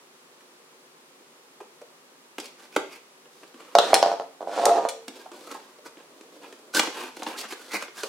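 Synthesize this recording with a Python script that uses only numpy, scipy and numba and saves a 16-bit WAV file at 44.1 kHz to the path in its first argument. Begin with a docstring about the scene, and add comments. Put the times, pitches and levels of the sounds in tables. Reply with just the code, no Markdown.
"""On a table indoors, close to a stereo microphone, a small cardboard box is opened with a knife.
The knife snaps through the seal, is laid down, rocks on its handle and is pushed aside.
Then hands turn the box, pull its tuck flap free and brush the inner flaps open.
Card and steel crackle as short bursts of noise, box, table and blade ring as decaying tones,
and rubbing is made of random tiny slips. Room echoes and a quiet hush surround it all."""
import sys
import numpy as np
from scipy import signal
from scipy.fft import rfft, irfft
from scipy.io import wavfile
from scipy.ndimage import uniform_filter1d
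from numba import njit

SR = 44100
rng = np.random.default_rng(int(sys.argv[2]) if len(sys.argv) > 2 else 0)


def wav_out(sig):
    """Save sig, one row per channel (or a flat mono array), as 16-bit PCM at SR to the path in sys.argv[1]."""
    wavfile.write(sys.argv[1], SR, np.round(np.clip(np.atleast_2d(sig).T, -1, 1) * 32767).astype(np.int16))


N = 356328
TIME = np.arange(N) / SR
RING = TIME[:SR // 2]  # the half second that each blow, ring or echo may last


def amp(db):
    """Turn decibels into a gain."""
    return 10 ** (np.asarray(db) / 20)


def unit(x):
    """Scale a sound to an average (rms) strength of 1."""
    return x / np.sqrt(np.mean(x ** 2))


def lookup(points, hz):
    """Read between (f/Hz, value) points, with frequency on a logarithmic axis."""
    f, value = np.transpose(points)
    return np.interp(np.log(np.maximum(hz, 1)), np.log(f), value)


def band(x, hz, kind, order=2):
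    """Keep only some of the frequencies (Butterworth filter)."""
    sections = signal.butter(order, np.minimum(hz, SR / 2 - 100), kind, fs=SR, output="sos")
    return signal.sosfilt(sections, x)


def through(x, response):
    """Let every sample of x set off the given response."""
    return signal.fftconvolve(x, response)[:len(x)]


def colour(x, points, size=2048):
    """Shape x with a (f/Hz, level/dB) spectrum, by a filter that never acts ahead of time."""
    hz = np.arange(size // 2 + 1) * SR / size
    cepstrum = irfft(np.log(amp(lookup(points, hz))))
    # folding the second half onto the first makes the filter minimum-phase
    cepstrum[1:size // 2] *= 2
    cepstrum[size // 2 + 1:] = 0
    return through(x, irfft(np.exp(rfft(cepstrum))))


def add(track, s, x):
    """Mix x into the track at time s."""
    i = int(s * SR)
    track[i:i + len(x)] += x[:N - i]


def ring(modes, stretch=1):
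    """Sum of dying tones, as of a struck object; stretch above 1 makes them higher and shorter."""
    t = RING * stretch
    total = 0
    for hz, db, t60 in modes:
        fade = np.exp(-np.log(1000) * t / t60)  # down 60 dB after t60
        total = total + amp(db) * fade * np.cos(2 * np.pi * hz * t)
    return total


def walk(rate):
    """Smooth random ups and downs around 0, with rate new values a second and an rms of 1."""
    hold = int(SR / rate)
    steps = np.repeat(rng.standard_normal(N // hold + 1), hold)
    return unit(uniform_filter1d(steps, hold)[:N])


def burst(ms):
    """A cluster of tiny fractures: noise that fades to 1/e in ms milliseconds."""
    fade = np.exp(-RING * 1000 / max(ms, .2))
    x = rng.standard_normal(len(RING)) * fade
    return x * np.sqrt(np.sum(fade ** 2) / np.sum(x ** 2))


def grains(rate, spread_db):
    """Fibres that catch and slip at random, about rate a second, a few much harder than the rest."""
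    size_db = spread_db * np.minimum(rng.exponential(size=N), 4)
    happens = rng.random(N) < rate / SR
    return happens * rng.choice([-1, 1], N) * amp(size_db)


def swell(strokes, db, shape=2.37):
    """Gain of hand strokes that speed up and slow down; shape 1 is a pointed swell, 2 a round one."""
    power = np.zeros(N)
    for (s, rise_s, fall_s, *_), peak_db in zip(strokes, db):
        t = np.arange(-3 * rise_s, 3 * fall_s, 1 / SR)
        side_s = np.where(t < 0, rise_s, fall_s)
        speed = np.exp(-np.abs(t / side_s) ** shape)
        add(power, s + t[0], (amp(peak_db) * speed) ** 2)
    return np.sqrt(power)


def diffuse(mid, side, wide_hz):
    """Sound from all around: alike left and right in the bass, different in the treble."""
    side = band(side, wide_hz, "highpass", order=1)
    return np.array([mid + side, mid - side])


# Tone of the background hush: (f/Hz, level/dB)
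HUSH_SPECTRUM = [(15, -51), (25, -20), (129, -18.5), (144, -9.5), (193, -11.5), (260, -3), (322, -9.5),
                 (359, 0), (433, -5), (469, -1.5), (666, -10), (1110, -7.5), (1530, -13), (9810, -22.5),
                 (15500, -30.5)]


def background(level_db=-55.5, wide_hz=1500, side_db=3):
    """Quiet, even room noise and microphone hiss, made of steady filtered noise."""
    mid, side = (unit(colour(rng.standard_normal(N), HUSH_SPECTRUM)) for _ in range(2))
    return amp(level_db) * diffuse(mid, amp(side_db) * side, wide_hz)


# Snaps of the seal, finger taps and flaps that catch:
# (t/s, snap level/dB, panel thump level/dB against the snap, crisp edge level/dB against the snap,
#  panel pitch f/Hz, where 335 leaves the box tones as listed)
BOX_TAPS = [(0.406, -44.5, -17, -4, 370), (1.199, -51, -2.5, -10, 370), (1.603, -39, 4, -5, 900),
            (1.609, -41, 2, -1, 439), (1.815, -37.5, -1.5, -4, 515), (2.382, -20.5, -16.5, -3, 315),
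            (2.399, -31, -10.5, 7, 348), (2.456, -42, -12, 11, 340), (2.762, -8, -14.5, -5.5, 1014),
            (2.765, -19, -2, -25, 343), (3.255, -44, -4.5, -9, 440), (3.437, -44, -8, -10, 366),
            (3.542, -40, -6, -3, 290), (5.08, -24, -12.5, 0, 282), (5.259, -47.5, 14.5, -9, 786),
            (5.316, -35, -8, -2, 378), (5.513, -31, -8, 3.5, 317), (5.549, -39.5, 9.5, -9.5, 946),
            (5.785, -50.5, 5, 2, 527), (5.97, -40.5, -6.5, -8, 373), (6.209, -38.5, -10, -0.5, 363),
            (6.431, -45, -9, 2, 335), (6.525, -34, -18, -3, 310), (6.747, -17.5, -20, 5.5, 337),
            (6.768, -17.5, -8, 1, 342), (6.794, -9, 5, 1, 2525), (6.798, -21, -1, -6, 873),
            (6.832, -24.5, -1, 2.5, 950), (6.872, -20.5, -11, -21, 349), (6.974, -28.5, -5, -7, 890),
            (7.221, -25.5, -4.5, -9, 797), (7.231, -30.5, -3, 5.5, 926), (7.265, -22.5, -2, -22, 960),
            (7.522, -22.5, -12, -3, 420), (7.823, -22.5, -19, -2.5, 682), (7.882, -33, -14.5, -23, 377),
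            (8.033, -19, -9, 0, 482)]
# Tones of the box panels and the air inside, before each tap shifts them: (f/Hz, level/dB, 60 dB decay t/s)
BOX_TONES = [(291, 5, 0.066), (313.4, 4.5, 0.095), (376.8, 5, 0.088), (448.4, -8, 0.14), (520, -27, 0.1),
             (584, -10.5, 0.12), (870, -45, .04), (1020, -32, .06)]
# Tone of cracking card: (f/Hz, level/dB)
CARD_SPECTRUM = [(150, -5), (300, 13), (600, 8), (1000, 8.5), (1600, 8), (2000, 3.5), (2500, 7), (3500, 7),
                 (6000, 4.5), (10000, -6), (15000, -19)]


def box_taps(panel_hz=335, edge_hz=3500, snap_ms=3.78, bend_s=0.00089):
    """Each snap crackles briefly and makes the panels boom; a stiffer spot rings higher and shorter."""
    out = np.zeros(N)
    for s, snap_db, thump_db, edge_db, hz in BOX_TAPS:
        # the card bends a moment before most of its fibres crack
        crack = colour(burst(snap_ms) * (1 - np.exp(-RING / bend_s)), CARD_SPECTRUM)
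        body = band(band(crack, 150, "highpass"), edge_hz, "lowpass")
        edge = band(crack, edge_hz, "highpass", order=3)
        boom = ring(BOX_TONES, hz / panel_hz) * (1 - np.exp(-RING / 0.0031))
        thump = band(boom, 261, "highpass", order=3)
        add(out, s, amp(snap_db) * (body + amp(edge_db) * edge + amp(thump_db) * thump))
    return out


@njit
def resonate(x, hz, width):
    """A resonance whose pitch can move; width is a share of its centre frequency."""
    y, b, l = np.empty(len(x)), 0., 0.  # b and l are the filter's two memories
    for i in range(len(x)):
        g = np.tan(np.pi * hz[i] / SR)
        v = (b + g * (x[i] - l)) / (1 + g * (g + width))
        b, l, y[i] = 2 * v - b, l + 2 * g * v, width * v
    return y


# Strokes of card under the fingers or against itself:
# (t/s at the fastest, rise t/s, fall t/s, rub level/dB, panel rumble level/dB against the rub,
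#  hiss level/dB against the rub, lowest flap resonance f/Hz before it wanders)
CARD_STROKES = [(2.45, 0.045, 0.036, -48.5, -2, -1, 2340), (2.625, 0.043, 0.046, -52, -2, -3, 1740),
                (2.752, 0.028, 0.023, -46.5, -8, -4, 2700), (2.937, 0.06, .035, -48, -14, -5, 2330),
                (3.392, 0.063, 0.097, -65, 2.5, 7, 1400), (3.437, 0.01, .012, -49.5, 5.5, -13, 920),
                (3.63, 0.1, 0.43, -54, 0, -6.5, 1120), (5.19, 0.064, 0.08, -51.5, 3, -2, 1050),
                (5.345, 0.023, 0.038, -51, 5.5, -3, 1030), (5.45, 0.08, 0.12, -53, 5, 1, 1090),
                (5.53, 0.043, 0.042, -43, -2.5, -5.5, 1080), (5.862, 0.018, 0.025, -48, 0.5, -2.5, 1260),
                (5.993, 0.018, 0.024, -51.5, 0, -14, 1240), (5.62, 0.066, 0.14, -57, 2, -4, 1000),
                (6.4, .45, .45, -64.5, 10, 1, 1110), (6.451, 0.027, 0.018, -45.5, -9, -11, 1040),
                (6.53, 0.055, 0.028, -58, 8, -1, 1410), (6.774, 0.027, 0.02, -25.5, -9, 1.5, 1470),
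                (6.84, 0.017, 0.08, -37, 0, -5.5, 1160), (7.012, 0.077, 0.082, -38.5, -3, -6, 980),
                (7.19, 0.041, 0.12, -47, 1.5, -2, 990), (7.277, 0.0096, 0.033, -35.5, 1, -5, 955),
                (7.345, 0.045, 0.036, -38.5, -3, -8, 1050), (7.38, 0.0099, 0.049, -39, -7, 5.5, 2100),
                (7.444, 0.034, 0.02, -39, -3, -12, 1940), (7.519, 0.028, 0.022, -38.5, -12, -2.5, 1850),
                (7.62, 0.067, 0.19, -49, -3.5, -1, 1460), (7.722, 0.014, 0.023, -33, -21, -4, 2170),
                (7.753, 0.022, .026, -27.5, -6, -5.5, 2190), (7.823, 0.018, 0.032, -42, -16, -4, 1290),
                (8.005, 0.048, 0.027, -42.5, -10, 0.5, 1530), (8.05, 0.044, 0.049, -44.5, -2, 2, 1130)]
# Tone of sliding card: (f/Hz, level/dB)
SLIDE_SPECTRUM = [(88, -50), (150, -5.5), (326, -7), (420, -8.5), (471, -4.5), (643, -9.5), (948, -10.5),
                  (1630, -11.5), (1760, -18), (2100, -15), (2500, -13), (4650, -19), (5650, -23),
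                  (11400, -29), (15500, -39)]
# Resonances of a flap: (multiple of the lowest f, width as a share of the centre f, level/dB)
FLAP_RESONANCES = [(1, .12, 9), (1.6, .15, 0.5), (2.4, .3, -2.5)]


def box_rubs(split_hz=3500, body_hz=700, flutter_db=3.0, flap_db=2, flap_wander=0.075):
    """Uneven friction of card: a rumble from the panels, a rasp and a fine hiss."""
    s, _, _, rub_db, rumble_db, hiss_db, flap_hz = np.transpose(CARD_STROKES)
    slip = grains(rate=3200, spread_db=2) * amp(flutter_db * walk(rate=110))
    slip = colour(slip, SLIDE_SPECTRUM)
    # the free length of the flap changes as it bends, and its resonance with it
    hz = np.interp(TIME, s, flap_hz) * np.exp(flap_wander * walk(rate=30))
    flap = sum(amp(db) * resonate(slip, ratio * hz, 1. * width) for ratio, width, db in FLAP_RESONANCES)
    middle = unit(band(slip, [body_hz, split_hz], "bandpass", order=3))
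    rasp = unit(middle + amp(flap_db) * unit(flap))
    hiss = unit(band(slip, split_hz, "highpass", order=3))
    rumble = unit(band(slip, [260, body_hz], "bandpass", order=3))
    out = rasp * swell(CARD_STROKES, rub_db)
    out += rumble * swell(CARD_STROKES, rub_db + rumble_db)
    return out + hiss * swell(CARD_STROKES, rub_db + hiss_db)


def box_crinkles(rate=70, spread_db=2, level_db=-10, tick_s=0.0028):
    """While the card is worked, its creases give way in small random ticks."""
    bumps = through(grains(rate, spread_db), np.exp(-RING / tick_s))
    ticks = colour(bumps * rng.standard_normal(N), CARD_SPECTRUM)
    return amp(level_db) * unit(ticks) * swell(CARD_STROKES, np.transpose(CARD_STROKES)[3])


# Tones of the table top: (f/Hz, level/dB, 60 dB decay t/s)
TABLE_TONES = [(187, -17, 0.43), (280, -26, 0.8), (339, -8, 0.22), (406.4, -8.5, 0.31), (466, 3, 0.17),
               (454, -20.5, 0.92), (524.6, -7, 0.48), (586, 11, 0.057), (645, 6, 0.04), (693, 2, 0.2),
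               (686, 11, 0.16), (776, 0.5, 0.28), (780, -10, 0.38), (890, -50, 0.45), (945, -2, 0.26),
               (960, -19, 0.29), (1065, -5, 0.28), (1212, -9, 0.32), (1306, -6, 0.21), (1460, -15, 0.51),
               (1500, -38, 0.35)]


def table_top(ring_db, low_hz=540, high_hz=920, radiate_hz=260):
    """A blow gives a few strong swings near the contact; the whole board then rings on."""
    thud = band(signal.unit_impulse(len(RING)), [low_hz, high_hz], "bandpass")
    board = ring(TABLE_TONES) * (1 - np.exp(-RING / 0.00094))
    motion = thud / np.abs(thud).max() + amp(ring_db) * board
    # a board hardly radiates its slowest bending
    return band(motion, radiate_hz, "highpass")


# The knife handle knocks on the table:
# (t/s, thud level/dB, contact cut-off f/Hz, hard clack level/dB, loss per rebound level/dB, sign ignored)
HANDLE_KNOCKS = [(3.752, 1.5, 1800, -4, 30), (3.7862, -0.5, 1590, 0.5, 19), (3.9315, 3, 880, -17, 14.5),
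                 (3.9423, -27, 1200, -9, -2), (4.0274, -2.5, 2010, -8, 16), (4.061, -8.5, 1000, -19, 9),
                 (4.116, -12.5, 1000, -26, 3.5), (4.198, -15, 650, -31.5, 4.5), (4.407, -17.5, 330, -44, 0),
                 (4.473, -16, 500, -47, 2.5), (4.533, -21, 1100, -42, 14), (4.577, -12.5, 900, -28, -0.5),
                 (4.666, -3.5, 1170, -26, 16), (4.694, -15, 800, -23, 20), (4.851, -10, 1200, -33, 13)]
# Tone of the hard clack: (f/Hz, level/dB)
CLACK_SPECTRUM = [(120, -60), (300, -44), (900, -5), (1500, 9.5), (2200, -0.5), (3000, -0.5), (4200, 4),
                  (6500, -6.5), (9000, -14), (15000, -29.5)]


def knife_knocks(board, count=3, gap_s=.011, gap_ratio=0.99, jitter=.15):
    """The handle lands and rebounds at uneven gaps, mostly weaker; softer contacts are duller."""
    out = np.zeros(N)
    for s, thud_db, contact_hz, clack_db, loss_db in HANDLE_KNOCKS:
        thud = amp(thud_db) * band(board, contact_hz, "lowpass", order=1)
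        for k in range(count):
            clack = amp(clack_db) * colour(burst(ms=1.62), CLACK_SPECTRUM)
            add(out, s, amp(-k * abs(loss_db)) * (thud + clack))
            s += gap_s * gap_ratio ** k * np.exp(jitter * rng.standard_normal())
    return out


# The knife skids over the table:
# (t/s at the fastest, rise t/s, fall t/s, rattle level/dB, scrape level/dB)
KNIFE_SKIDS = [(3.86, 0.062, 0.13, -29, -34), (4.08, 0.022, 0.063, -27, -42),
               (4.419, 0.012, 0.022, -33.5, -56), (4.482, 0.013, 0.013, -33.5, -50),
               (4.597, 0.085, 0.18, -30, -36.5), (4.661, 0.042, 0.068, -16, -43),
               (4.768, 0.03, .028, -16, -38.5), (4.849, 0.036, 0.024, -29, -43)]
# Tone of the metal scrape: (f/Hz, level/dB)
SCRAPE_SPECTRUM = [(120, -11), (300, 17), (600, 6), (1400, 14.5), (2100, 6.5), (3000, 6), (4500, 4),
                   (6500, 0), (9000, -4.5), (12000, -15), (15000, -23)]


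def knife_skids(board, slip_hz=210, jitter=.6, scatter_db=2, contact_hz=1050):
    """The ribbed handle judders over the table in uneven slips while its metal scrapes."""
    rattle_db, scrape_db = np.transpose(KNIFE_SKIDS)[3:]
    chance = rng.standard_normal((2000, 2))  # one row a slip: its gap and its strength
    gaps_s = np.exp(jitter * chance[:, 0]) / slip_hz
    when = (np.cumsum(gaps_s) * SR).astype(int)
    slips = np.zeros(N)
    slips[when[when < N]] = amp(scatter_db * chance[when < N, 1])
    force = swell(KNIFE_SKIDS, rattle_db)
    rattle = through(band(slips * force, contact_hz, "lowpass"), board)
    rattle = unit(rattle) * np.sqrt(np.mean(force ** 2))
    scrape = unit(colour(grains(rate=3200, spread_db=1.5), SCRAPE_SPECTRUM))
    return rattle + scrape * swell(KNIFE_SKIDS, scrape_db)


# The steel blade clinks: (t/s, tick level/dB, ring level/dB, tick fade t/ms)
BLADE_CLINKS = [(3.942, 2, -36.5, 3.35), (4.6551, .5, -42.5, 1.74), (4.888, -17, -49, 9.2)]
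# Tones of the blade: (f/Hz, level/dB, 60 dB decay t/s)
BLADE_TONES = [(3710, -22.5, 0.14), (4300, 1, .11), (4190, 18.5, 0.094), (4670, -17, 0.15),
               (5540, 23, 0.031), (6000, -13, .1), (6850, 1, .2), (7300, 8.5, .16), (7600, 3.5, 0.2),
               (9300, -17, .2)]
# Tone of the steel tick: (f/Hz, level/dB)
STEEL_SPECTRUM = [(200, -51), (500, -16), (1800, -6), (3200, -6.5), (4100, -7.5), (4800, -7), (5600, -3.5),
                  (6700, -6), (7800, -7), (9500, -5), (11500, -16), (15000, -23)]


def blade_clinks(buzz=0.71):
    """Steel strikes with a bright tick and a thin ring that buzzes against the table."""
    out = np.zeros(N)
    for s, tick_db, ring_db, ms in BLADE_CLINKS:
        buzzing = ring(BLADE_TONES) * (1 - buzz + buzz * walk(rate=460)[:len(RING)])
        tick = colour(burst(ms), STEEL_SPECTRUM)
        add(out, s, amp(tick_db) * tick + amp(ring_db) * buzzing)
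    return out


# How long the room rings on: (f/Hz, 60 dB decay t/s)
ROOM_DECAY = [(150, 0.37), (400, 0.43), (1000, 0.32), (3000, 0.48), (7000, 0.39), (14000, 0.14)]


def reflections(early_db=-8, tail_db=-8, early_s=0.0068):
    """Quick reflections from the table and nearby things, then the short tail of the room."""
    noise, near = rng.standard_normal((2, len(RING)))
    tail = np.zeros(len(RING))
    for f in 110 * 2. ** np.arange(8):  # one octave at a time, each with its own decay
        fade = np.exp(-np.log(1000) * RING / lookup(ROOM_DECAY, f * np.sqrt(2)))
        tail += band(noise, [f, 2 * f], "bandpass", order=3) * fade
    tail = tail * (1 - np.exp(-RING / 0.0021))
    # small things nearby throw back mostly the short waves
    early = band(near, 900, "highpass", order=1) * np.exp(-RING / early_s) * (RING > .001)
    return (amp(tail_db) * unit(tail) + amp(early_db) * unit(early)) / np.sqrt(len(RING))


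def room(dry, moves_hz=2.2, wide_hz=1300, side_db=0.0):
    """Hands and box keep moving, so the sound keeps turning between two patterns of reflections."""
    turn = 2 * np.pi * moves_hz * TIME

    def shifting():
        first = through(dry * np.cos(turn), reflections())
        return first + through(dry * np.sin(turn), reflections())

    mid, side = shifting(), shifting()
    return diffuse(mid, amp(side_db) * side, wide_hz)


def place(x, pan_db):
    """Put a near source left (positive) or right; pan_db is the left minus right level."""
    return x * amp(np.array([[pan_db], [-pan_db]]) / 2)


def scene():
    """Knife and box lie on the table just in front of the microphone."""
    box = box_taps() + box_rubs() + box_crinkles()
    wood = knife_knocks(table_top(ring_db=-23)) + knife_skids(table_top(ring_db=-14.5))
    steel = blade_clinks()
    # the table's boom is heard mostly direct; its sharp clacks fill the room
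    spread = wood - 0.39 * band(wood, 970, "lowpass", order=1)
    direct = place(wood, -2.0) + place(steel, 1.6) + place(box, -0.9)
    echoes = room(spread + amp(-1.0) * steel + amp(-0.5) * box)
    return direct + echoes + background()


def record(dry, top_hz=15900):
    """The pickup rounds the loudest peaks, turns the deep bass far down and drops the highest treble."""
    x = .88 * dry / (1 + dry ** 6) ** (1 / 6)
    x = band(x, 140, "highpass", order=4) + amp(-22) * band(x, 110, "lowpass")
    return signal.sosfilt(signal.ellip(10, .2, 80, top_hz, fs=SR, output="sos"), x)


dry = scene()
out = record(dry)
wav_out(out)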